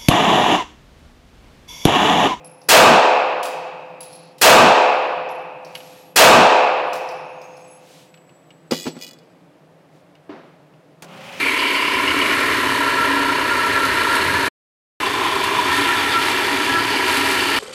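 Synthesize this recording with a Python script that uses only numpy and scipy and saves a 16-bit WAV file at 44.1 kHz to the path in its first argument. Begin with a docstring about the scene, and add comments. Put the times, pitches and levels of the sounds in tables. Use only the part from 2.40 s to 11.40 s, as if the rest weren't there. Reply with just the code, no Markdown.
"""A concrete indoor range, the microphone in the shooter's booth. Slow pistol shots overload it and
ring down the long hall. Spent brass cases bounce, ring and roll on the floor. Close by, a sleeve swishes
and light ticks sound; the pistol is put down on the bench with a knock and a metal rattle. Something
thuds far off, and a switch starts the motor of the target carrier. Ventilation hums throughout."""
import sys
import numpy as np
from scipy import signal
from scipy.fft import rfft, irfft, next_fast_len
from scipy.io import wavfile

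SR = 44100
rng = np.random.default_rng(int(sys.argv[2]) if len(sys.argv) > 2 else 0)


def transcribe(u):
    """Save the signal u as a 16-bit wav file named by the first command-line argument.

    u: samples, shape (n,) or (channels, n), limited to [-1, 1]; the rate is SR.
    q: integer samples, one column per channel.
    """
    v = np.clip(np.atleast_2d(u).T, -1, 1)
    q = np.round(v * 32767).astype(np.int16)
    wavfile.write(sys.argv[1], SR, q)


N = 396892

# The shots, the first already dying away. Each row: start in seconds, level in dB, extra crack in dB.
SHOTS = [(-1.45, 0.0, 0.0), (0.2882, 0.0, 1.5), (2.0148, 0.5, -0.7), (3.7605, 0.9, 1.0)]
# The hall's diffuse answer to a shot. Each row: frequency in Hz, level in dB per Hz, t60 in seconds.
HALL_BANDS = [(50, -32, .5), (125, -17.5, 0.85), (234, -2, 1.56), (490, 8, 1.985), (815, 13.5, 1.99),
              (1150, 9, 1.72), (1600, 6, 1.585), (2073, -0.5, 1.77), (2520, 2, 1.98), (2625, 4.5, 1.72),
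              (3190, 0, 1.4), (6000, -3.5, 0.87), (9450, -2.5, 0.48), (12000, -1.5, 0.42),
              (16000, 2.5, 0.37)]


def from_db(db):
    """Decibels as an amplitude factor."""
    return 10 ** (np.asarray(db) / 20)


def rms_one(x):
    """The signal scaled to rms 1."""
    return x / np.sqrt(np.mean(x ** 2) + 1e-20)


def clock(size):
    """Sample times in seconds."""
    return np.arange(size) / SR


def log_bins(size):
    """Log frequency of each FFT bin."""
    return np.log(np.fft.rfftfreq(size, 1 / SR) + 1)


def steady_noise(spectrum):
    """Noise coloured by (Hz, dB) rows; rms 1."""
    hz, db = np.transpose(spectrum)
    size = next_fast_len(N, True)
    colour = from_db(np.interp(log_bins(size), np.log(hz), db))
    return rms_one(irfft(rfft(rng.standard_normal(size)) * colour, size)[:N])


def dying_noise(bands, size):
    """A burst of noise in overlapping bands, each with its own level and decay."""
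    hz, db, t60 = np.transpose(bands)
    bins, t = log_bins(size), clock(size)
    coloured = rfft(rng.standard_normal(size)) * from_db(np.interp(bins, np.log(hz), db))
    shares = [np.interp(bins, np.log(hz), one) for one in np.eye(len(hz))]
    return sum(irfft(coloured * share, size) * from_db(-60 * t / life)
               for share, life in zip(shares, t60))


def ringing(modes, size, spread_db=0):
    """Decaying sines of random phase that swell within their first cycle."""
    t = clock(size)
    out = np.zeros(size)
    for hz, db, t60 in modes:
        strength = from_db(db + spread_db * rng.normal())
        envelope = from_db(-60 * t / t60) * (1 - np.exp(-2 * hz * t))
        out += strength * envelope * np.sin(2 * np.pi * (hz * t + rng.random()))
    return out


def singing(hz, width_hz):
    """Noise through one resonance; rms 1."""
    radius = np.exp(-np.pi * width_hz / SR)
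    feedback = [1, -2 * radius * np.cos(2 * np.pi * hz / SR), radius * radius]
    return rms_one(signal.lfilter([1, 0, -1], feedback, rng.standard_normal(N)))


def add(out, s, sound):
    """Mixes in a sound that starts at time s, even if that lies before zero."""
    i = round(s * SR)
    part = sound[max(-i, 0):N - i]
    out[max(i, 0):max(i, 0) + len(part)] += part


def swell(start, end):
    """A smooth arch from start to end."""
    progress = np.clip((clock(N) - start) / max(end - start, .01), 0, 1)
    return np.sin(np.pi * progress).clip(0)


def hits(events, bands, size):
    """One fresh noise burst for each (s, dB) row."""
    out = np.zeros(N)
    for s, db in events:
        add(out, s, from_db(db) * dying_noise(bands, size))
    return out


def strikes(events, modes, size, spread_db=2.5):
    """Each (s, dB) row rings the same modes a little differently."""
    out = np.zeros(N)
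    for s, db in events:
        add(out, s, from_db(db) * ringing(modes, size, spread_db))
    return out


def pistol_shots(build_s=.035, flutter_db=4.5, boom_db=-17.0, lead_s=0.002, lead_db=-24.0):
    """Gun and microphone stay put, so the hall answers every shot with the same pattern of echoes."""
    # Standing waves between the concrete walls, and the faint high ring of a flutter between them.
    # Each row: frequency in Hz, level in dB, t60 in seconds.
    wall_modes = [(443, -14.2, 1.7), (510, -12.2, 2.65), (585, -14.5, 1.93), (614, -18, 1.7),
                  (642, -15.6, 1.7), (654, -7.8, 1.8), (680, -18, 1.7), (696, -18, 1.7), (713, -15.1, 2.17),
                  (731, -15.6, 2.02), (764, -19, 1.88), (798, -17.0, 1.95), (824, -17.1, 1.74),
                  (843, -15.7, 1.7), (870, -14.0, 1.7), (922, -23.7, 2.35), (942, -16.3, 1.86),
                  (981, -15.5, 1.7), (1074, -19.7, 1.7), (1117, -17.4, 1.7), (1145, -21.4, 1.96),
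                  (1164, -21.0, 1.8), (1185, -16.4, 1.7), (1211, -18.8, 1.7), (1231, -17.0, 1.7),
                  (1275, -22.6, 1.7)]
    flutter_modes = [(1473, -26, 1.7), (1537, -27, 1.7), (1734, -29, 1.7), (2336, -32, 2.1),
                     (2409, -32, 2.1), (2481, -28, 2.1), (2553, -29, 2.3), (2626, -25.5, 2.2),
                     (2697, -33, 1.9), (2770, -32, 2.1)]
    # Low boom while the hall is at its loudest. Each row: frequency in Hz, relative dB per Hz.
    boom_spectrum = [(30, -19.5), (85, -22), (145, 0), (250, 3), (380, 0), (700, -28), (3000, -71.5)]
    # Muzzle crack and its first reflections in the booth.
    # Each row: frequency in Hz, level in dB per Hz, t60 in seconds.
    crack_bands = [(100, -7.5, .15), (795, 9.5, 0.078), (2573, 6.5, 0.46), (6900, 3.5, .22),
                   (15000, 4, 0.11), (21200, 14.5, .16)]
    size = 131072
    diffuse = dying_noise(HALL_BANDS, size)
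    modes = ringing(wall_modes, size) + from_db(flutter_db) * ringing(flutter_modes, size)
    hall = (diffuse + modes) * (1 - np.exp(-clock(size) / build_s))   # echoes pile up
    boom = from_db(boom_db) * steady_noise(boom_spectrum) * swell(start=0.022, end=0.33)
    crack = dying_noise(crack_bands, size=32768)
    gas = from_db(lead_db) * crack[:round(lead_s * SR)]   # escapes just ahead of the blast
    out = np.zeros(N)
    for s, db, crack_db in SHOTS:
        add(out, s, from_db(db) * (hall + boom[:size]))
        add(out, s, from_db(db + crack_db) * crack)
        add(out, s - lead_s, gas)
    return out


def ventilation(level_db=-50):
    """The room tone: a steady hum of moving air."""
    # Each row: frequency in Hz, relative dB per Hz.
    air_spectrum = [(18, -66.5), (30, -46), (120, -17), (160, -2), (230, -21.5), (284, -10.5), (399, -17),
                    (492, -15.5), (639, -15.5), (897, -22.5), (1260, -26), (1400, -28.5), (1870, -29.5),
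                    (6370, -44.5), (13000, -47), (15500, -50)]
    return from_db(level_db) * steady_noise(air_spectrum)


def bouncing_cases(tumble_s=0.024, slap_db=-1.5, spread_hz=60.0, ring_t60=0.28, ring_db=-3.5):
    """Each bounce clicks, pings and rings the brass; the harder it lands, the wider its ring splits."""
    # Bounces on the floor. Each row: start in seconds, then click, ping and ring levels in dB.
    bounces = [(0.046, -50.5, -35, -40.5), (0.216, -55, -35, -55), (1.03, -24.5, -31, -38),
               (1.606, -36, -28, -35), (1.728, -46, -32, -38.5), (1.983, -40, -41, -56.5),
               (2.890, -49, -32, -51.5), (3.248, -50, -26.5, -60.5), (3.35, -38.5, -31, -45.5),
               (4.531, -30.5, -20, -61), (4.688, -44, -23.5, -59), (5.016, -49.5, -33, -69),
               (5.168, -54, -35.5, -56)]
    # The click of brass on concrete, and its short ping.
    # Each row: frequency in Hz, level in dB per Hz, t60 in seconds.
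    click_bands = [(1000, -18.5, .04), (2980, 2, 0.08), (4500, 1, 0.099), (8000, -2.5, 0.082),
                   (15000, -4, .14)]
    ping_bands = [(3300, -22.5, .04), (4720, -4.5, .05), (5250, -0.5, .06), (5825, -4.5, .05),
                  (7124, -25, .03)]
    # Every shot throws out a new case. Each entry: its pitch in Hz.
    case_hz = [10920, 10870, 11250, 10900]
    clicks = [(s, db) for s, db, _, _ in bounces]
    slaps = [(s + tumble_s, db + slap_db) for s, db in clicks]   # the other end comes down
    pings = [(s, db) for s, _, db, _ in bounces]
    out = hits(clicks + slaps, click_bands, size=8192) + hits(pings, ping_bands, size=4096)
    usual_db = np.mean([db for _, db in clicks])
    for s, click_db, _, db in bounces:
        latest_shot = sum(shot[0] < s for shot in SHOTS) - 1
        split_hz = spread_hz * from_db(.4 * (click_db - usual_db))
        pitches = case_hz[latest_shot] + split_hz * rng.standard_normal(5)
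        add(out, s, from_db(ring_db) * ringing([(hz, db, ring_t60) for hz in pitches], size=22050))
    return out


def rolls_and_lingering_ping(last_db=1.5, last_width_hz=9.5):
    """Floor grit keeps rolling cases singing; one bounce's ping lingers in the hall as a broad hiss."""
    # The narrow bands are rolls; the wide one at 4350 Hz is the lingering ping.
    # Each row: start and end in seconds, centre and width in Hz, level in dB.
    bands = [(0.07, 0.278, 10970, 30, -58), (1.6, 1.94, 4350, 450, -55.5), (2.4, 2.8, 10730, 33, -68),
             (3.367, 3.753, 11400, 50, -54.5), (4.3, 4.994, 10620, 34, -63),
             (4.845, 5.466, 6500, 23, -60.5), (5.21, 5.4, 7900, 30, -59), (5.27, 5.41, 10800, 25, -53)]
    # The last case rolls on for a long while. Each row: time in seconds, level in dB.
    last_roll = [(5.6, -67), (5.644, -76), (5.704, -64), (6.25, -68.5), (6.318, -65), (6.372, -60),
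                 (6.422, -42), (6.886, -81), (7.1, -91)]
    # Its modes. Each row: frequency in Hz, level in dB.
    last_modes = [(7795, -0.5), (11850, -12)]
    short = sum(from_db(db) * np.sqrt(swell(start, end)) * singing(hz, width_hz)
                for start, end, hz, width_hz, db in bands)
    times, level_db = np.transpose(last_roll)
    level = from_db(last_db + np.interp(clock(N), times, level_db, left=-np.inf, right=-np.inf))
    return short + level * sum(from_db(db) * singing(hz, last_width_hz) for hz, db in last_modes)


def sleeve():
    """Cloth slides softly as the shooter moves."""
    # Each row: start and end in seconds, level in dB.
    swishes = [(3.16, 3.835, -50), (4.805, 5.613, -61), (5.35, 5.765, -50.5), (7.485, 7.66, -64.5)]
    # Each row: frequency in Hz, relative dB per Hz.
    cloth_spectrum = [(800, -6), (3000, 8), (7000, 2.5), (15000, -3.5)]
    movement = sum(from_db(db) * swell(start, end) ** 2 for start, end, db in swishes)
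    return steady_noise(cloth_spectrum) * movement


def clack_and_ticks():
    """A sharp clack and its rebound as a case lands, then light ticks."""
    # Each row: start in seconds, level in dB.
    contacts = [(3.353, -26.5), (3.404, -36.5), (5.741, -42.5), (5.774, -50), (5.893, -51.5), (6.105, -43),
                (7.753, -48), (8.338, -55)]
    # Their noise and brief ring. Each row: frequency in Hz, level in dB (bands: per Hz), t60 in seconds.
    contact_bands = [(500, -11, .06), (1400, 0, .07), (3000, 3, 0.084), (5540, -4, 0.037),
                     (14400, -20.5, .02)]
    ring_modes = [(2220, -8, 0.046), (2600, -5.5, .04), (2870, -2.5, .04), (4600, -10, .03)]
    return hits(contacts, contact_bands, size=4096) + strikes(contacts, ring_modes, size=4096)


def bench_knocks(settle_s=.011, touch_db=-5, rebound_db=-7.5, wood_db=3.5):
    """Pistol and hand meet the bench: a touch, the full weight that rings the top, and a rebound."""
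    # Each row: start in seconds, level in dB.
    knocks = [(6.3094, -16.5), (6.456, -21.5), (6.555, -36.5)]
    # The contact and the top. Each row: frequency in Hz, level in dB (bands: per Hz), t60 in seconds.
    contact_bands = [(40, -16, .08), (110, -9, .08), (297, 16.5, 0.15), (890, 7.5, 0.088),
                     (1750, -0.5, 0.076), (4740, -3, 0.17), (15000, -25, 0.051)]
    top_modes = [(162, -10.5, 0.204), (246, 5, 0.068), (458, 0.5, 0.037), (838, -18, 0.096)]
    blows = [(s + k * settle_s, db + step_db)
             for s, db in knocks for k, step_db in enumerate((touch_db, 0, rebound_db))]
    weights = [(s + settle_s, db) for s, db in knocks]
    contact = hits(blows, contact_bands, size=8192)
    return contact + from_db(wood_db) * strikes(weights, top_modes, size=8192, spread_db=3.0)


def metal_rattle(fade_db_per_s=81, uneven_db=1, ring_db=-7.0, click_db=-8.0):
    """Loose metal chatters on the bench in evenly spaced touches that weaken through each run."""
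    # Each row: start and length in seconds, first touch in dB, seconds between touches.
    runs = [(6.3117, .145, -17, .0108), (6.465, .028, -28, .0108), (6.589, .015, -35, 0.013),
            (6.612, .039, -24.5, .011), (6.666, .028, -28.5, .0112), (6.71, .03, -32.5, .0225),
            (6.787, .005, -44, .011)]
    # The metal and its contact. Each row: frequency in Hz, level in dB (bands: per Hz), t60 in seconds.
    metal_modes = [(1968, -16, 0.11), (2460, -10, 0.062), (2930, -10.5, 0.073), (3390, -9.5, 0.11),
                   (4000, -16, 0.12), (4490, -3.5, 0.025), (4980, -2.5, 0.03), (5140, -18, 0.046),
                   (6300, -20, .05), (6600, -7.5, 0.035), (7100, -8, 0.038), (9000, -13, 0.047),
                   (12300, -13, 0.04), (14300, -7, 0.033)]
    contact_bands = [(2000, -7, 0.023), (4850, 4, 0.051), (15000, -8, 0.041)]
    touches = [(start + t, db - fade_db_per_s * t + uneven_db * rng.normal())
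               for start, length, db, gap in runs for t in np.arange(0, length, gap)]
    ring = from_db(ring_db) * strikes(touches, metal_modes, size=12000, spread_db=3.0)
    return ring + from_db(click_db) * hits(touches, contact_bands, size=2048)


def far_thud(treble_hz=3500.0):
    """A dull blow far down the hall; distance takes away its treble."""
    # Each row: start in seconds, level in dB.
    blows = [(7.893, -39.5), (7.918, -53)]
    # Its noise and low ring. Each row: frequency in Hz, level in dB (bands: per Hz), t60 in seconds.
    thud_bands = [(60.2, -5, 0.28), (169.6, 21, 0.39), (334, 18.5, 1), (990, 13, 0.76), (2500, 2.5, 0.99),
                  (5000, -5, 0.88), (12050, -32, 0.45)]
    thud_modes = [(299, 9, 0.32), (385, 4, 0.21), (450, -9, 0.23)]
    thud = hits(blows, thud_bands, size=32768) + strikes(blows, thud_modes, size=16384)
    return signal.sosfilt(signal.butter(1, treble_hz, fs=SR, output="sos"), thud)


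def carrier_switch():
    """The target carrier's switch in the booth closes with a double click."""
    # Each row: start in seconds, level in dB.
    clicks = [(8.6225, -31.5), (8.643, -40.5)]
    # Each row: frequency in Hz, level in dB per Hz, t60 in seconds.
    click_bands = [(40, -8, .08), (151, 8, .1), (600, 7, 0.27), (2000, 5, 0.072), (7100, -0.5, 0.072),
                   (15000, -3, .04)]
    return hits(clicks, click_bands, size=8192)


def carrier_motor(start_s=8.644, spin_up_s=0.031, rumble_db_per_s=9, whirr_db_per_s=37, jerk_db=1.2):
    """The motor comes up quickly; rumble and whirr grow as the cable gathers speed over its pulleys."""
    # Each row: frequency in Hz, relative dB per Hz.
    rumble_spectrum = [(47, -51), (80, -17), (173, 5.5), (366, -14), (404, -0.5), (474, -27), (529, 5.5),
                       (636, -8), (755, -2), (1500, -10.5), (1950, -43), (3300, -120)]
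    whirr_spectrum = [(880, -34), (1500, -9.5), (2490, -3.5), (3380, -8), (3650, -13), (4310, -15),
                      (4750, -15), (7900, -22.5), (13400, -25.5), (15500, -25)]
    # The cable jerks unevenly. Each row: swings a second, relative level in dB.
    jerk_spectrum = [(8, 0), (25, -2), (90, -30), (400, -80)]
    t = np.maximum(clock(N) - start_s, 0)
    rumble = from_db(-41.5 + rumble_db_per_s * t) * steady_noise(rumble_spectrum)
    whirr_db = -49 + whirr_db_per_s * t + jerk_db * steady_noise(jerk_spectrum)
    whirr = from_db(whirr_db) * steady_noise(whirr_spectrum)
    return (1 - np.exp(-t / spin_up_s)) * (rumble + whirr)


def hall_echo(x):
    """Small sounds die away in the same hall as the shots; the tail has unit energy."""
    tail = dying_noise([(hz, 0, t60) for hz, _, t60 in HALL_BANDS], size=65536)
    return signal.fftconvolve(x, tail / np.linalg.norm(tail))[:N]


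def scene(floor_wet_db=-2.5, near_wet_db=-22.5):
    """Things near the microphone reach it almost dry; the bouncing cases get more of the hall."""
    floor = bouncing_cases()
    near = clack_and_ticks() + bench_knocks() + metal_rattle() + carrier_switch()
    echo = hall_echo(from_db(floor_wet_db) * floor + from_db(near_wet_db) * near)
    far = rolls_and_lingering_ping() + far_thud() + carrier_motor() + ventilation()
    return (pistol_shots() + floor + near + echo + far + sleeve())[None]


def record(dry, ceiling=0.62, knee=24.0, low_cut_hz=93.0, treble_hz=10600.0, cutoff_hz=15900):
    """The microphone's input stage flattens the blasts; then the deepest bass and the top are cut."""
    oversampled = signal.resample_poly(dry, 2, 1, axis=-1)
    clipped = oversampled / (1 + np.abs(oversampled / ceiling) ** knee) ** (1 / knee)
    flattened = signal.resample_poly(clipped, 1, 2, axis=-1)
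    gentle_band = signal.butter(1, [low_cut_hz, treble_hz], "band", fs=SR, output="sos")
    steep_top = signal.ellip(14, .1, 90, cutoff_hz, fs=SR, output="sos")
    return signal.sosfilt(steep_top, signal.sosfilt(gentle_band, flattened))


dry = scene()
out = record(dry)
transcribe(out)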